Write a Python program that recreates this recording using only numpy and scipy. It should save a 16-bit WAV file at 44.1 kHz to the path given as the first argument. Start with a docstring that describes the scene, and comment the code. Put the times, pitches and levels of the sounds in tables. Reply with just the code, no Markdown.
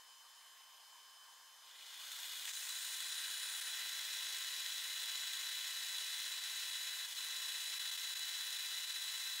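"""A milling machine runs up and drills steel in a quiet workshop where a small fan idles.
Its gear train whines in sine tones tied to the turning shaft, fluttering as the teeth take load.
Shaped noise makes a hiss that rings the cast head and throbs with shaft and spindle; bursts make ticks.
Behind them lie soft air noise and the fan's thin, slightly wavering tones."""
import sys
import numpy as np
from scipy import signal
from scipy.io import wavfile
from scipy.ndimage import uniform_filter1d

SR = 44100
rng = np.random.default_rng(int(sys.argv[2]) if len(sys.argv) > 2 else 0)


def transcribe(u):
    """Save the signal u as a 16-bit wav file named by the first command-line argument.

    u: samples, shape (n,) or (channels, n), limited to [-1, 1]; the rate is SR.
    q: integer samples, one column per channel.
    """
    v = np.clip(np.atleast_2d(u).T, -1, 1)
    q = np.round(v * 32767).astype(np.int16)
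    wavfile.write(sys.argv[1], SR, q)


def magnitude_from_level(level_db):
    """Linear magnitude for a level in decibels (20 dB per decade)."""
    exponent = np.asarray(level_db, float) / 20
    return 10 ** exponent


N = 414540
T = np.arange(N) / SR
HZ = np.fft.rfftfreq(2048, 1 / SR)[:, None]  # frequencies of the noise frames
FRAME_S = (np.arange(N // 512 + 5) * 512 / SR)[None]  # times of the noise frames

SPINDLE_RATIO = 26 / 81  # spindle turns per shaft turn
TOUCH_S = 2.48  # the feed engages


def evened(x):
    """Scales to rms 1."""
    return x / np.sqrt(np.mean(x ** 2) + 1e-20)


def read(points, hz):
    """Looks up a spectrum on a log-frequency axis."""
    f, value = np.transpose(points)
    return np.interp(np.log(hz + 1), np.log(f + 1), value)


def drift(rate_hz, count):
    """Random wander of rms 1 up to about rate_hz, one row a voice."""
    knots_per_s = 150
    knots = rng.standard_normal((int(N / SR * knots_per_s), count))
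    memory = np.exp(-2 * np.pi * rate_hz / knots_per_s)
    knots = signal.lfilter([1], [1, -memory], knots, axis=0)
    return np.array([np.interp(T * knots_per_s, np.arange(len(k)), evened(k - k.mean())) for k in knots.T])


def bump(hz, centre_hz, width, db):
    """Power that one resonance adds to a flat floor of 1."""
    return (magnitude_from_level(db) ** 2) / (1 + (2 * (hz - centre_hz) / width) ** 2)


def noise(power, side, lean_db, patchy_db):
    """Stereo noise of a given power over frequency and time, with random louder and softer patches."""
    a, b, c, d, patch = rng.standard_normal((FRAME_S.size, HZ.size, 5)).T
    patch = uniform_filter1d(patch, size=16, axis=0)  # smooth over frequency
    patch = evened(uniform_filter1d(patch, size=5, axis=1))  # smooth over time
    mid = a + 1j * b
    off = (c + 1j * d) * magnitude_from_level(read(side, HZ))
    left = (mid + off) * magnitude_from_level(lean_db / 2)
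    right = (mid - off) / magnitude_from_level(lean_db / 2)
    z = np.array([left, right]) * np.sqrt(power) * magnitude_from_level(patchy_db * patch)
    return signal.istft(z, nperseg=2048, noverlap=1536)[1][:, :N]


def slack(column):
    """Sum of one column of the slack table, held for each row's length with softened edges."""
    # moments when the feed slackens: (t/s, length/s, change of gear tones/dB, change of hiss/dB)
    eased = [(2.615, 0.049, -10, 0.5), (3.145, 0.012, -4, 1), (3.563, 0.054, -5.5, 1),
             (7.055, .11, -14, -0.5)]
    held = sum(row[column] * ((T > row[0]) & (T < row[0] + row[1])) for row in eased)
    return uniform_filter1d(held, size=300)


def shaft():
    """Drive shaft: adding up its speed gives the turns made; speed is 1 at full speed."""
    # it runs up, sags under the cut and recovers when the feed eases: (t/s, speed/turns per s)
    run = [(1.55, 2.0), (1.8, 18.0), (2.0, 31.5), (2.15, 43.5), (2.35, 50.6), (2.55, 50.82), (3.0, 50.73),
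           (3.22, 50.7), (3.39, 50.58), (3.63, 50.58), (3.75, 50.83), (3.9, 50.82), (4.25, 50.61),
           (5.4, 50.69), (7.02, 50.69), (7.12, 50.82), (7.45, 50.7), (9.2, 50.745)]
    per_s = np.interp(T, *np.transpose(run), left=0)
    return np.cumsum(per_s) / SR, per_s / 50.7


def gears(turns, speed):
    """Tones tied to the shaft; the off-centre spindle gear gives them uneven sidebands."""
    # gear tones before load and flutter, every 26th is the tooth mesh:
    # (multiple of shaft speed, base level/dB rms, left minus right/dB)
    gear_tones = [(6, -101.0, 0.0), (8, -96.0, -0.0), (10, -96.0, -0.0), (11, -90.0, 0.0),
                  (13, -92.0, -0.0), (14, -89.0, -0.0), (15, -87.0, -0.0), (22, -80.0, 0.0),
                  (24, -84.0, 0.0), (26, -73.0, -0.0), (29, -72.0, 0.0), (31, -68.0, -0.0),
                  (33, -73.0, -0.0), (35, -65.0, -4.0), (37, -66.0, 0.0), (38, -74.0, 0.0),
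                  (41, -72.0, 0.0), (42, -74.0, -0.0), (52, -61.0, 0.0), (58, -64.0, 0.0), (68, -65.0, 1.0),
                  (70, -67.0, -1.0), (72, -68.0, 0.0), (74, -69.0, 0.0), (75, -65.0, 2.0), (76, -63.0, 1.0),
                  (77, -67.0, 1.0), (78, -49.0, 2.0), (79, -64.0, 1.0), (81, -65.0, 0.0), (96, -75.0, 1.0),
                  (103, -68.0, -0.0), (104, -64.0, 1.0), (105, -77.0, 1.0), (111, -68.0, 2.0),
                  (113, -74.0, -0.0), (117, -75.0, 1.0), (122, -77.0, 0.0), (128, -72.0, 0.0),
                  (130, -67.0, -2.0), (139, -64.0, 1.0), (154, -74.0, 1.0), (156, -69.0, 3.0),
                  (157, -74.0, 0.0), (178, -78.0, 3.0), (182, -69.0, -1.0), (191, -78.0, 0.0),
                  (208, -74.0, 2.0)]
    # hum of belt, idler and bearings, off the whole multiples:
    # (multiple of shaft speed, base level/dB rms, left minus right/dB)
    idler_tones = [(5.08, -101, 0), (7.52, -89, 0), (8.02, -95, 0), (8.6, -93, 0), (10.28, -89, 0),
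                   (10.76, -89, 0), (11.8, -93, 0), (20.4, -78, 0), (20.88, -79, 0), (26.92, -77, 0),
                   (39.16, -71, 0), (39.48, -71, 0), (40.36, -70, 0), (66.7, -67, 0), (158.48, -74, 0)]
    tones = gear_tones + idler_tones

    spindle = np.exp(2j * np.pi * (SPINDLE_RATIO * turns + 0.12))
    # a strong upper and weak lower sideband, and a second lower one
    wobble = 1 + .22 * spindle - .02 / spindle + .1 / spindle ** 2

    since = np.maximum(T - TOUCH_S, 0)
    load = 1 - np.exp(-since / 0.32)  # the teeth take load with this time constant in s
    slack_db = slack(column=2)
    low_free_db, low_loaded_db = -9, 0.5  # up to the 40th multiple
    low_db = low_free_db + (low_loaded_db - low_free_db) * load + slack_db
    high_touch_db, high_loaded_db, growth_db_per_s = -10.5, -3, .5  # above the 40th
    high_db = high_touch_db + (high_loaded_db - high_touch_db) * load + growth_db_per_s * since + slack_db
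    low = magnitude_from_level(low_db) * speed ** 2 * wobble
    high = magnitude_from_level(high_db) * np.minimum(since / 0.018, 1) * wobble  # silent until the touch

    free_db, loaded_db = 6.5, 1.5  # chatter calms under load and grows when the feed slackens
    chatter_db = free_db + (loaded_db - free_db) * load - 0.44 * slack_db
    swell = drift(30, count=8) * chatter_db  # teeth bear unevenly, so each tone flutters
    shaky = turns + .0004 * drift(12, count=1)[0] * chatter_db  # backlash jitters the turning angle

    start = rng.random((len(tones), 1))
    out = np.zeros((2, N))
    for k, (order, db, pan_db) in enumerate(tones):
        engaged = high if order > 40 else low
        tone = (engaged * np.exp(2j * np.pi * (order * shaky + start[k]))).real
        flutter_db = swell[k % 8]  # eight flutters shared among the tones
        out += np.sqrt(2) * magnitude_from_level(db + flutter_db) * tone * magnitude_from_level([[pan_db / 2], [-pan_db / 2]])
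    return out


def grit(per_s, size, taps):
    """Gain with short rounded swells where chips break and teeth strike, scaled to rms 1."""
    strength = np.minimum(rng.exponential(size, N), 2.5 * size)
    hits = (rng.random(N) < per_s / SR) * strength
    return evened(1 + signal.oaconvolve(hits, np.hanning(taps), "same"))


def head_ring():
    """Power gain of the cast head's resonances, plus broad scrapes as the drill enters."""
    # resonances: (f/Hz, width/Hz, then added power over the hiss/dB
    # while running up, as the drill enters, once it cuts steadily)
    resonances = [(255, 12, 4, 4, 4), (420, 60, 3, 3, 4), (530, 40, 4, 4, 4), (1040, 50, 5, 5, 6),
                  (1400, 150, 1, 5, 0), (1580, 120, 5, 8, 6), (1800, 120, 2, 4, 4), (2030, 130, 6, 6, 9),
                  (2420, 150, 3, 3, 3), (2950, 90, 8, 7, 7), (3370, 120, 8, 8, 9), (3520, 200, 10, 6, 6),
                  (3800, 150, 5, 3, 4), (4150, 220, 6, 5, 6), (4860, 200, 1, 1, 2), (5250, 120, 1, 4, 4),
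                  (5620, 90, 3, 3, 6), (6550, 200, 2, 2, 3), (7060, 120, 5, 7, 6), (7950, 150, 3, 5, 5),
                  (8170, 100, 6, 5, 2), (8800, 100, 2, 3, 2), (9220, 100, 1, 6, 4), (9930, 300, 2, 5, 4),
                  (10540, 50, 0, 3, 4), (12000, 500, 2, -3, 1), (12700, 600, 1, -2, 2),
                  (13700, 150, 2, 2, 1), (15250, 250, 2, 1, 3), (15640, 150, 6, 4, 6)]
    # (t/s, stage: 0 running up, 1 entering, 2 cutting)
    settling = [(2.46, 0), (2.5, 1), (3.68, 1), (3.76, 2)]
    # three broad scrapes: ((f/Hz, width/Hz, added power over the hiss/dB) at the start, the same at the end)
    scrapes = [
        [(7000, 1700, 9), (8600, 1500, -14)],
        [(8900, 1200, 1.5), (9840, 570, 8.5)],
        [(14650, 500, 10), (14500, 400, 1)],
    ]

    stage = np.interp(FRAME_S, *np.transpose(settling))
    ring = 1 + sum(bump(HZ, hz, w, np.interp(stage, range(3), dbs)) for hz, w, *dbs in resonances)
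    scrape_end_s = 3.7
    entering = (FRAME_S > TOUCH_S) & (FRAME_S < scrape_end_s)
    for ends in scrapes:
        glide = (np.interp(FRAME_S, [TOUCH_S, scrape_end_s], c) for c in np.transpose(ends))
        ring = ring + entering * bump(HZ, *glide)
    return ring


def hiss(turns, speed):
    """Bearing and cutting noise rings the head and throbs with the shaft and the spindle."""
    # basic colour of the noise: (f/Hz, relative level/dB)
    colour = [(18, -80), (30, -37.5), (173, -53), (381, -37.5), (1030, -15.5), (1210, -16.5), (1830, -8),
              (2260, -13), (2580, -4.5), (3620, -6.5), (3920, -7), (4580, -9), (6970, -10), (7540, -12),
              (15700, -22.5)]
    # nominal level and colour at full speed; the hiss grows in proportion to speed:
    # (t/s, level/dB, treble tilt/dB per octave, bass lift/dB per two octaves)
    course = [(1.7, -47.5, -1, 3.5), (2.05, -47.5, 3, 4.5), (2.46, -47, 3.5, 3.5), (2.56, -48.5, 3.6, 1.5),
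              (2.8, -46.5, 3.5, 1.5), (3.2, -45, 2.5, 1), (3.7, -45.5, 3, 4), (4.5, -44.5, 2.5, 1.1),
              (6.5, -45, 2.5, 1), (7.1, -46, 3.1, 1.5), (7.6, -45.5, 3, 1), (9.4, -46.5, 3.5, 1.5)]
    # hollows where reflections cancel, below 0 a lift: (f/Hz, width/Hz, depth/dB)
    hollows = [(1134, 280, 8), (1760, 85, 11.5), (2280, 150, 0.5), (2700, 140, 13), (4870, 88, 3),
               (5340, 70, 10.5), (5840, 200, 4.5), (7550, 440, 3), (8400, 180, -1.5), (11100, 700, 2),
               (14050, 300, -1)]
    # stereo width: (f/Hz, side minus mid/dB)
    side = [(60, -22), (250, -30), (500, -41), (1500, -51), (1700, -24), (2100, -28.5), (2800, -29.5),
            (3300, -13.5), (3800, -19), (4400, -11.5), (6000, -16.5), (6700, -12.5), (8200, -15.5),
            (9000, -13.5), (11500, -17.5), (12800, -13.5), (14200, -22), (15400, -11)]
    # stereo balance: (f/Hz, left minus right/dB)
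    lean = [(2600, 0), (3300, 1.3), (3700, .6), (4100, 1.3), (4800, .6), (5400, 1.1), (8000, .8),
            (15000, .5)]
    # level throb: (beats per shaft turn, swing either way/dB, phase lead/beats)
    throbs = [(SPINDLE_RATIO, .4, .1), (2 * SPINDLE_RATIO, .65, .3), (1, .8, .2), (2, .7, .4), (3, .3, .6),
              (5 * SPINDLE_RATIO, .4, .2)]

    s, level_db, tilt_db, bass_db = np.transpose(course)
    ring = head_ring()
    octaves = np.log2((HZ + 1) / 3500)
    colour_db = read(colour, HZ) + np.interp(FRAME_S, s, tilt_db) * np.maximum(octaves, 0)
    colour_db = colour_db + np.interp(FRAME_S, s, bass_db) * np.clip(-octaves / 2, 0, 2)
    colour_db = colour_db - sum(db / (1 + (2 * (HZ - hz) / w) ** 2) for hz, w, db in hollows)
    x = evened(noise(magnitude_from_level(colour_db) ** 2 * ring, side, read(lean, HZ), patchy_db=0.82))

    throb_db = sum(db * np.cos(2 * np.pi * (rate * turns + lead)) for rate, db, lead in throbs)
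    flutter_db = .4 * drift(35, count=1)[0]
    x = x * grit(per_s=200, size=.2, taps=90)
    return x * speed * magnitude_from_level(np.interp(T, s, level_db) + slack(column=3) + throb_db + flutter_db)


def ticks():
    """Short knocks of slack gears, each a fading noise burst through the head's main band."""
    # during run-up and first contact: (t/s, gain before the fade/dB)
    knocks = [(1.928, -41.5), (2.1094, -44), (2.1779, -42), (2.2418, -39), (2.477, -33), (2.489, -35),
              (2.5094, -37), (2.6094, -36), (2.6706, -42)]
    out, t = np.zeros(N), np.arange(1500) / SR
    band = signal.butter(2, [1400, 4500], "band", fs=SR)
    for (s, db), burst in zip(knocks, rng.standard_normal((len(knocks), 1500))):
        knock = signal.lfilter(*band, burst) * magnitude_from_level(db - 60 * t / 0.046)  # fades at 60 dB per 46 ms
        out[round(s * SR):][:1500] += knock * np.minimum(t / 0.00167, 1)
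    return out


def fan():
    """Whine of the idling fan: sines whose pitch and level waver a little."""
    # (f/Hz, level before swell and easing/dB rms)
    lines = [(1060, -76.5), (1586, -81.5), (3055, -68.5), (3168, -88.5), (3582, -80.5), (3872, -85.5),
             (4130, -80.5), (5051, -73.5), (6196, -84.5), (6529, -80.5), (6884, -87), (8158, -85.5),
             (8567, -85), (9793, -82), (11423, -85)]
    out = magnitude_from_level(-101) * np.sin(2 * np.pi * 258.4 * T)  # a faint steady hum
    sway, swell = drift(3.07, count=len(lines)), drift(12, count=len(lines))
    eased_db = np.interp(T, [1.8, 2.5], [0, 3])  # the whine eases down and sits 3 dB lower from 2.5 s on
    for (hz, db), s, w in zip(lines, sway, swell):
        level = np.sqrt(2) * magnitude_from_level(db + 1.9 * w - eased_db)
        out = out + level * np.sin(2 * np.pi * np.cumsum(hz + 3 * s) / SR)
    return out


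def idle_air():
    """Soft air noise of the idle shop, coloured by broad and narrow bumps."""
    # (f/Hz, relative level/dB)
    air_colour = [(18, -15), (30, -28), (130, -85), (250, -33.5), (835, -8.5), (1030, -7.5), (1270, -10),
                  (1610, -9.5), (2640, -11.5), (3090, -7), (3350, -9.5), (5230, -8), (5800, -9.5),
                  (6610, -10), (15700, -17)]
    # (f/Hz, width/Hz, added power over the noise/dB)
    air_bumps = [(440, 19, 4.5), (947, 57, 8), (1077, 46, 9.5), (1174, 47, 6.5), (1585, 93, 2.5),
                 (3020, 320, -7), (3220, 250, 1), (1740, 120, 6.5), (3420, 38, 4.5), (7260, 120, 1)]
    # stereo width: (f/Hz, side minus mid/dB)
    side = [(60, -15), (200, -17), (700, -37), (1500, -19.5), (2400, -18.5), (4400, -8.5), (8100, -7),
            (15000, -9)]
    power = magnitude_from_level(read(air_colour, HZ)) ** 2 * (1 + sum(bump(HZ, *row) for row in air_bumps))
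    return magnitude_from_level(-62) * evened(noise(power, side, 0.48, patchy_db=1.56))


def dips():
    """Gain that makes the whole sound dip briefly, each dip a smooth bell shape in dB."""
    # (t/s, change at the deepest point/dB, nominal width/s)
    dip_rows = [(2.521, -7, .014), (3.607, -5, .006), (6.402, -3.5, .013), (7.07, -3, .016),
                (7.145, -2.5, .016), (7.79, -12, .006), (7.909, -7, .005), (7.972, -7.5, .006),
                (8.147, -8.5, .008), (8.582, -4.5, .004), (8.864, -3.5, .016), (8.936, -4.5, .009)]
    return magnitude_from_level(sum(db * np.exp(-((T - s) / (.7 * w)) ** 2) for s, db, w in dip_rows))


def scene():
    """The running machine over the idle shop."""
    turns, speed = shaft()
    mix = gears(turns, speed) + hiss(turns, speed) + ticks() + fan() + idle_air()
    return mix * dips()


def roll_off(x):
    """The treble ends steeply here."""
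    return signal.sosfilt(signal.butter(12, 16880, fs=SR, output="sos"), x)


def record(dry):
    """Cuts off the treble steeply above 15745 Hz."""
    edge = signal.firwin(2047, 15745, window=("kaiser", 9), fs=SR)
    finished = signal.oaconvolve(dry, edge[None], "same")
    return roll_off(finished)


dry = scene()
out = record(dry)
transcribe(out)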